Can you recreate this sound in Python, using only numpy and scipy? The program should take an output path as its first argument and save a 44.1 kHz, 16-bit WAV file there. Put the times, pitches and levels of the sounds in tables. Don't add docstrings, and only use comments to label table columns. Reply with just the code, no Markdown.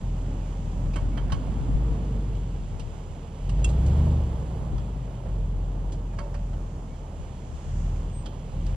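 import sys
import numpy as np
from scipy import signal
from scipy.fft import rfft, irfft, next_fast_len
from scipy.io import wavfile
from scipy.ndimage import uniform_filter1d

SR = 44100
rng = np.random.default_rng(int(sys.argv[2]) if len(sys.argv) > 2 else 0)


def transcribe(signal):
    frames = np.atleast_2d(signal).T
    limited = np.clip(frames, -1, 1)
    pcm = np.round(limited * 32767).astype(np.int16)
    wavfile.write(sys.argv[1], SR, pcm)


N = 386299
T = np.arange(N) / SR
FREQ = np.maximum(np.linspace(0, SR / 2, next_fast_len(N) + 1), 1)

# (bank as +1 or -1, level/dB)
FIRING_ORDER = [(1, 0), (-1, 0.9), (1, -1.5), (1, 0), (-1, 1), (1, -0.1), (-1, -1.5), (-1, 1.5)]


def exhaust(firings, octaves, load_db, scatter_db=0.47, jitter_s=.0001):
    # (f/Hz, level/dB)
    boom_response = [(15, -16.5), (35, -0.5), (48, 5.5), (76, -2), (90, -8.5), (118, -16), (138, -9),
                     (154, -12), (172, -20), (220, -29), (400, -42.5), (900, -70.5)]
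    burble_response = [(15, -41.5), (27, -10), (36, 3.5), (47, 6.5), (60, 0.5), (95, -0.5), (120, 5.5),
                       (145, 3.5), (190, -5.5), (260, -19.5), (320, -17.5), (900, -49.5)]
    gas_spectrum = [(20, -25.5), (50, -4.5), (100, 1.5), (160, -1), (220, -6), (350, -20.5), (900, -39)]
    count = np.arange(1, int(firings[-1]))
    bank, cylinder_db = np.array(FIRING_ORDER)[count % len(FIRING_ORDER)].T
    late, strong = rng.standard_normal((len(count), 2)).T
    at = np.clip(np.interp(count, firings, np.arange(N)) + jitter_s * SR * late, 0, N - 2)
    size = undb(cylinder_db + scatter_db * strong)
    boom = steady(colour(impulses(at, size) - np.gradient(firings), boom_response))
    burble = colour(impulses(at, size * np.sign(bank)), burble_response)
    burble = steady(muffler(burble, hz=140.3, width_hz=75))
    shade_db = -3 * swells([(6.3, 2.9, 0)])
    boom_db = -38 + 6 * octaves + load_db
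    burble_db = -42.5 + 11.5 * octaves + 0.61 * load_db + shade_db
    gas_db = -43.5 + 10.5 * octaves + 0.19 * load_db
    pulses = boom * undb(boom_db) + burble * undb(burble_db)
    gas = unit(colour(rng.standard_normal(N), gas_spectrum)) * undb(gas_db)
    return lowpass(gas - muffler(pulses), 1200)


def muffler(x, hz=70, width_hz=60):
    radius = np.exp(-np.pi * width_hz / SR)
    poles = [1, -2 * radius * np.cos(2 * np.pi * hz / SR), radius * radius]
    return signal.lfilter(poles[::-1], poles, x)


def load(attack_s=0.074, sag_s=0.91, release_s=0.19):
    # (t/s, time held/s, scale of the added pressure/dB re idle)
    presses = [(-.12, 0.85, 9), (.74, 0.48, 11), (1.4, 0.17, -2), (1.63, 0.18, 13), (2.02, 0.54, 6.5),
               (3.39, 0.74, 15), (4.6, 0.24, 0.5), (5.24, 0.89, 10.5), (6.27, 0.26, 7), (7.66, 0.28, 12.5),
               (8.51, 0.39, 11)]
    pressure = 1
    for s, held_s, db in presses:
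        t = np.maximum(T - s, 0)
        build = 1 - np.exp(-t / attack_s)
        fall = np.exp(-t / sag_s - np.maximum(t - held_s, 0) / release_s)
        pressure = pressure + undb(db) * build * fall
    return 20 * np.log10(pressure)


def lope(firings, octaves, load_db, waver_db=1.2, pipe_cutoff_hz=205):
    # (multiple of the cycle rate, level/dB)
    orders = [(5, -9), (9, -5), (10, -.5), (13, -7), (14, -6.5), (15, -1), (18, -0.5), (20, -5), (22, -7.5),
              (26, -10)]
    cycles = firings / len(FIRING_ORDER)
    lines = sum(undb(db + waver_db * walk(2.6)) * np.sin(2 * np.pi * (order * cycles + rng.random()))
                for order, db in orders)
    return lowpass(lines, pipe_cutoff_hz) * undb(-51.5 + octaves + 0.64 * load_db)


def intake(firings, octaves, waver_db=1, idle_db=-52, db_per_octave=29):
    # (multiple of the firing rate, level/dB)
    harmonics = [(2, -3.5), (4, -26.5), (6, -29.5)]
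    drone = sum(undb(db + waver_db * walk(5.5)) * np.sin(2 * np.pi * k * firings) for k, db in harmonics)
    return drone * undb(idle_db + db_per_octave * octaves)


def engine_bay(firings, octaves, throb=0.041, flutter_db=1.0, panel_hz=452):
    # (f/Hz, level/dB)
    spectrum = [(100, -12), (250, -4.5), (360, -0.5), (450, 0), (560, 0.5), (700, -1), (870, 0),
                (1050, -4.5), (1300, -11), (1900, -23.5), (3000, -27.5), (6000, -37)]
    # (centre t/s, duration/s, level/dB re flow noise)
    hum_swells = [(2.1, 1, -6.5), (3.4, 11, -12)]
    rush = rng.standard_normal(N) * (1 + throb * np.cos(2 * np.pi * firings))
    rush *= undb(flutter_db * walk(14))
    hum = unit(band(rng.standard_normal(N), panel_hz - 13, panel_hz + 13)) * swells(hum_swells)
    return (unit(colour(rush, spectrum)) + hum) * undb(-46 + 6.5 * octaves)


def tyres(load_db, roll_db=-53, load_share=0.027, scrub_db=-6, bumps_db=1.0):
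    # (centre t/s, duration/s, level/dB)
    digs = [(.3, 0.42, -42), (1.55, 2.68, -40.5), (8.68, 0.13, -48.5)]
    digging = swells(digs)
    cavity = band(band(rng.standard_normal(N), 157, 311), 157, 311)
    rumble = unit(cavity * undb(bumps_db * walk(12)))
    scrub = unit(band(rng.standard_normal(N), 290, 1010))
    return rumble * (undb(roll_db + load_share * load_db) + digging) + scrub * undb(scrub_db) * digging


def sand(grains_per_s=500, grain_db=-9):
    # (f/Hz, level/dB)
    spectrum = [(400, -15), (1200, 0.5), (2000, 0.5), (2500, 1.5), (3000, 4.5), (3400, 1.5), (3900, -4),
                (5500, -7.5), (6600, -5.5), (7400, 2), (8200, -15.5), (10000, -12.5), (12000, -33),
                (14500, -39)]
    # (t/s, level/dB)
    grind = [(0, -54.5), (.8, -55), (1.6, -53), (2.3, -54.5), (3.3, -55.5), (3.98, -49), (4.35, -54.5),
             (5.3, -57.5), (6.7, -60.5), (7.25, -56), (8.3, -56), (8.76, -53)]
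    when, chance = rng.random((int(grains_per_s * N / SR), 2)).T
    size = np.maximum(chance, .01) ** -.4
    grains = unit(impulses(when * (N - 2), size * rng.choice([-1, 1], len(size))))
    hiss = rng.standard_normal(N) * undb(.5 * walk(18))
    return unit(colour(hiss + undb(grain_db) * grains, spectrum)) * undb(over_time(grind))


def scrunch(slips_per_s=900, uneven_db=3.0):
    # (f/Hz, level/dB)
    spectrum = [(200, -18), (350, -3.5), (570, 1), (950, -7), (1300, -17), (2500, -26), (6000, -46)]
    # (centre t/s, duration/s, level/dB)
    surges = [(3.66, 0.35, -41.5), (3.97, 0.57, -43.5), (4.22, 0.17, -43), (4.5, 0.078, -49),
              (4.66, 0.16, -46), (5.06, 0.23, -49), (5.27, 0.21, -43.5), (8.72, 0.26, -51)]
    when, size = rng.random((int(slips_per_s * N / SR), 2)).T
    slips = impulses(when * (N - 2), size - .5)
    return unit(colour(slips, spectrum) * undb(uneven_db * walk(35))) * swells(surges)


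def thuds(rise_s=0.0088, lo_hz=235, hi_hz=370):
    # (t/s, level/dB)
    drops = [(.958, -39), (4.724, -41), (5.922, -41.5)]
    out, t = np.zeros(N), T[:SR // 8]
    for s, db in drops:
        push = unit(band(rng.standard_normal(len(t)), lo_hz, hi_hz))
        add(out, s, undb(db) * push * t / rise_s * np.exp(1 - t / rise_s))
    return out


def stones(rise_s=.0028, tail_s=0.068, tail_db=-21, snap_s=0.063, click_width_hz=400):
    # (t/s, crack level/dB, knock level/dB, snap level/dB, click f/Hz, click level/dB, crush time/s)
    fractures = [(.937, -47, -8, -19, 2540, 3, 0.0091), (0.9596, -43.5, 7, -5, 2670, 2, 0.0076),
                 (1.175, -48, 9, -16, 3140, 8, .009), (1.301, -59, 17, -8, 3000, -3, 0.0082),
                 (1.3216, -37.5, 3, -12, 2920, -2, 0.01), (2.797, -46.5, -4, -8, 2900, -5, 0.0086),
                 (3.494, -45, -3, -6, 2920, 0, 0.0082), (3.6451, -42.5, -3, 9, 3334, -1, 0.0052),
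                 (3.692, -50, -3, 0, 3930, -10, .012), (3.8637, -51.5, -5, 0, 3100, -9, 0.0094),
                 (4.7814, -53, 5, -21, 3270, -1, 0.0084), (5.9225, -50.5, 0, -3, 3190, -11, 0.013),
                 (6.135, -68, 17, -10, 2900, -1, 0.011), (6.188, -49, 10.5, -7, 4430, -3, 0.0092),
                 (6.3438, -51, 8, -8, 2700, -1, .012), (6.533, -58, 7, -11, 3040, 7, 0.0092),
                 (8.2607, -44, -2, -13, 3173, 0, .008), (8.6652, -50, -15, -8, 3000, -6, .008)]
    out, t = np.zeros(N), T[:SR // 2]
    for s, db, knock_db, snap_db, hz, click_db, crush_s in fractures:
        decay = np.exp(-t / crush_s) + undb(tail_db) * np.exp(-t / tail_s)
        burst = (1 - np.exp(-t / rise_s)) * decay * rng.standard_normal(len(t))
        snap = unit_hit(band(band(burst * np.exp(-t / snap_s), 6540, 8360), 6540, 8360))
        click = unit_hit(band(burst, hz - click_width_hz / 2, hz + click_width_hz / 2))
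        crack = unit_hit(unit_hit(band(burst, 2150, 5100)) + undb(click_db) * click)
        knock = unit_hit(band(burst, 600, 1700))
        add(out, s - rise_s, undb(db) * (crack + undb(snap_db) * snap + undb(knock_db) * knock))
    return out


def metal(rattle_db=3.0, chatter_db=3.0, contact_s=.001, ping_at_s=3.645, ping_db=-23):
    # (f/Hz, level/dB, T60/s)
    rim_modes = [(1099, 9, .13), (1340, 1, .12), (1500, -9, .1), (1603, -6, 0.099), (1770, -13, .13),
                 (2217, -5, 0.15), (3130, -1, 0.11), (4250, -21, .09), (4570, -21, .11)]
    suspension_modes = [(577, -5.5, 0.57), (601, -15, .35), (560, -7, .16), (681, -7, 0.23),
                        (907, -10, 0.51)]
    ping_modes = [(2708, 0, .085), (3330, -7, .06), (5367, -13, .05), (7350, -6, .025), (7800, -1, .025),
                  (9250, -7, .028)]
    # (t/s, level/dB, tilt/(dB per octave))
    rim_hits = [(.961, -42, 3), (1.175, -50, 8), (1.323, -39, 0), (6.188, -43, 1)]
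    # (t/s, level/dB)
    clunks = [(.965, -37), (1.326, -45), (6.195, -33), (6.346, -39.5)]
    out, t = np.zeros(N), T[:SR // 2]
    onset = 1 - np.exp(-t / contact_s)
    for s, db, tilt in rim_hits:
        modes = [(hz, level + tilt * np.log2(hz / rim_modes[0][0]), t60) for hz, level, t60 in rim_modes]
        chatter = undb(db + chatter_db * walk(220)[:len(t)])
        add(out, s, chatter * onset * ring(modes, t, detune=0.0011, spot_db=2.7))
    for s, db in clunks:
        rattle = undb(db + rattle_db * walk(75)[:len(t)])
        add(out, s, rattle * onset * ring(suspension_modes, t, detune=.004))
    add(out, ping_at_s, undb(ping_db) * onset * ring(ping_modes, t))
    return out


def moan(centre_hz=174, glide_hz_per_s=-85, waver_hz=3):
    # (centre t/s, duration/s, level/dB)
    swell = [(7.37, 0.31, -42.5)]
    hz = centre_hz + glide_hz_per_s * (T - swell[0][0]) + waver_hz * walk(25)
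    return swells(swell) * tone(hz)


def whistle(hz=8311, waver_hz=14, flicker_db=6.0):
    # (centre t/s, duration/s, level/dB)
    swell = [(8.18, 0.23, -54)]
    return swells(swell) * undb(flicker_db * walk(30)) * tone(hz + waver_hz * walk(120))


def wind(breeze_db=-47.5, flutter_db=6.0):
    # (f/Hz, level/dB)
    spectrum = [(12, -34), (30, 9), (50, 14.5), (100, 5), (170, -1.5), (260, -16), (400, -13.5), (900, -55)]
    # (centre t/s, duration/s, level/dB)
    gusts = [(1.55, 2.2, -28.5), (1.35, 0.12, -27.5), (2.8, 1, -40.5), (4.8, 1.1, -43.5), (5.6, 1.2, -49),
             (7.4, 1.1, -51)]
    sides = [unit(colour(rng.standard_normal(N), spectrum) * undb(flutter_db * walk(17)))
             for _ in range(2)]
    return np.array(sides) * np.array([[1], [.5]]) * (undb(breeze_db) + swells(gusts))


def birds(chirp_s=0.13):
    # (t/s, centre f/Hz, glide/Hz, level/dB)
    calls = [(.38, 2420, -500, -63), (0.639, 2440, -600, -63), (1.09, 2260, 300, -59),
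             (2.659, 2386, -600, -67), (6.04, 2493, -350, -65), (6.14, 2782, -400, -61),
             (6.85, 2227, 260, -62)]
    out, progress = np.zeros(N), np.linspace(0, 1, int(chirp_s * SR))
    for s, hz, glide_hz, db in calls:
        add(out, s, undb(db) * np.sin(np.pi * progress) * tone(hz + glide_hz * (progress - .5)))
    return out


def air(db=-61, drift_db=3.3):
    # (f/Hz, level/dB)
    spectrum = [(30, 30.5), (100, -1), (300, -32), (700, 21.5), (1500, 13), (2600, 7.5), (4000, 1.5),
                (7000, 10), (10000, -5.5), (14000, -47)]
    sides = [unit(colour(rng.standard_normal(N), spectrum)) for _ in range(2)]
    return np.array(sides) * undb(db + drift_db * walk(1.86))


def from_right(x):
    # (f/Hz, level/dB, phase/rad)
    left_response = [(100, 0, 0), (370, -.3, -.2), (560, -3, -.6), (690, -6.5, -1), (830, -16, -.9),
                     (980, -23, .3), (1400, -17, 1.3), (2000, -13, 0), (3700, -15, .3), (4800, -5, -1.3),
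                     (6500, -4, -2.2), (8300, -1, -2.8), (9500, -2, -1), (11000, -1, 0)]
    db, phase = over_frequency(left_response)
    right = x * signal.windows.tukey(N, .003)
    left = irfft(rfft(right, 2 * next_fast_len(N)) * undb(db) * np.exp(1j * phase))[:N]
    return np.array([left, right])


def ring(modes, t, detune=0, spot_db=0):
    out = 0
    for hz, db, t60 in modes:
        strong, sharp = rng.standard_normal(2)
        partial = np.sin(2 * np.pi * hz * (1 + detune * sharp) * t)
        out = out + undb(db + spot_db * strong) * partial * 1000 ** (-t / t60)
    return out


def tone(hz):
    return np.sin(2 * np.pi * np.cumsum(hz) / SR)


def impulses(at, size):
    whole = np.clip(at.astype(int), 0, N - 2)
    part = at - whole
    return np.bincount(whole, size * (1 - part), N) + np.bincount(whole + 1, size * part, N)


def walk(rate_hz):
    hold = max(int(SR / rate_hz), 1)
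    steps = np.repeat(rng.standard_normal(N // hold + 1), hold)[:N]
    return unit(uniform_filter1d(steps, hold))


def swells(table):
    return sum(undb(db) * np.cos(np.pi * np.clip((T - s) / length, -.5, .5)) ** 2
               for s, length, db in table)


def over_time(table):
    return np.interp(T, *np.transpose(table))


def over_frequency(table):
    hz, *columns = np.transpose(table)
    return [np.interp(np.log(FREQ), np.log(hz), column) for column in columns]


def colour(x, response):
    half = len(FREQ) - 1
    cepstrum = irfft(np.log(undb(over_frequency(response)[0])))
    cepstrum[1:half] *= 2
    cepstrum[half + 1:] = 0
    return irfft(rfft(x, 2 * half) * np.exp(rfft(cepstrum)))[:N]


def band(x, lo_hz, hi_hz):
    return signal.sosfilt(signal.butter(2, [lo_hz, hi_hz], "band", fs=SR, output="sos"), x)


def lowpass(x, hz, order=4):
    return signal.sosfilt(signal.butter(order, hz, fs=SR, output="sos"), x)


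def undb(db):
    return 10 ** (np.asarray(db) / 20)


def unit(x):
    return x / np.sqrt(np.mean(x ** 2))


def unit_hit(x):
    return x / np.sqrt(np.mean(x[:SR // 50] ** 2))


def steady(x):
    return x / np.sqrt(uniform_filter1d(x ** 2, size=SR // 4) + 1e-18)


def add(out, s, x):
    start = max(int(s * SR), 0)
    out[start:start + len(x)] += x[:max(N - start, 0)]


def scene(idle_hz=40):
    # (t/s, firing rate f/Hz)
    speed = [(0, 42.5), (.92, 42.16), (1.2, 45.8), (1.4, 50.3), (1.82, 52.52), (2.27, 48.22), (2.5, 43.54),
             (3.3, 37.21), (3.41, 38.34), (3.88, 71.46), (4.09, 78.22), (4.4, 62.84), (4.8, 52.86),
             (5, 50.5), (5.14, 46.08), (5.5, 43.94), (6.5, 42.22), (6.95, 39.51), (7.25, 38.9),
             (7.52, 35.38), (7.75, 39.67), (8.29, 40.58), (8.46, 39.26), (8.76, 43.1)]
    firing_hz, load_db = over_time(speed), load()
    firings = np.cumsum(firing_hz) / SR
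    octaves = np.log2(firing_hz / idle_hz)
    engine = exhaust(firings, octaves, load_db) + lope(firings, octaves, load_db)
    engine += intake(firings, octaves) + engine_bay(firings, octaves)
    wheels = tyres(load_db) + sand() + scrunch() + thuds() + stones() + metal() + moan()
    return from_right(engine + wheels) + whistle() + birds() * np.array([[1], [.7]]) + air() + wind()


def record(dry, dull_hz=10300, top_hz=14400):
    dull = lowpass(dry, dull_hz, order=3)
    return signal.sosfilt(signal.ellip(8, .2, 70, top_hz, fs=SR, output="sos"), dull)


dry = scene()
out = record(dry)
transcribe(out)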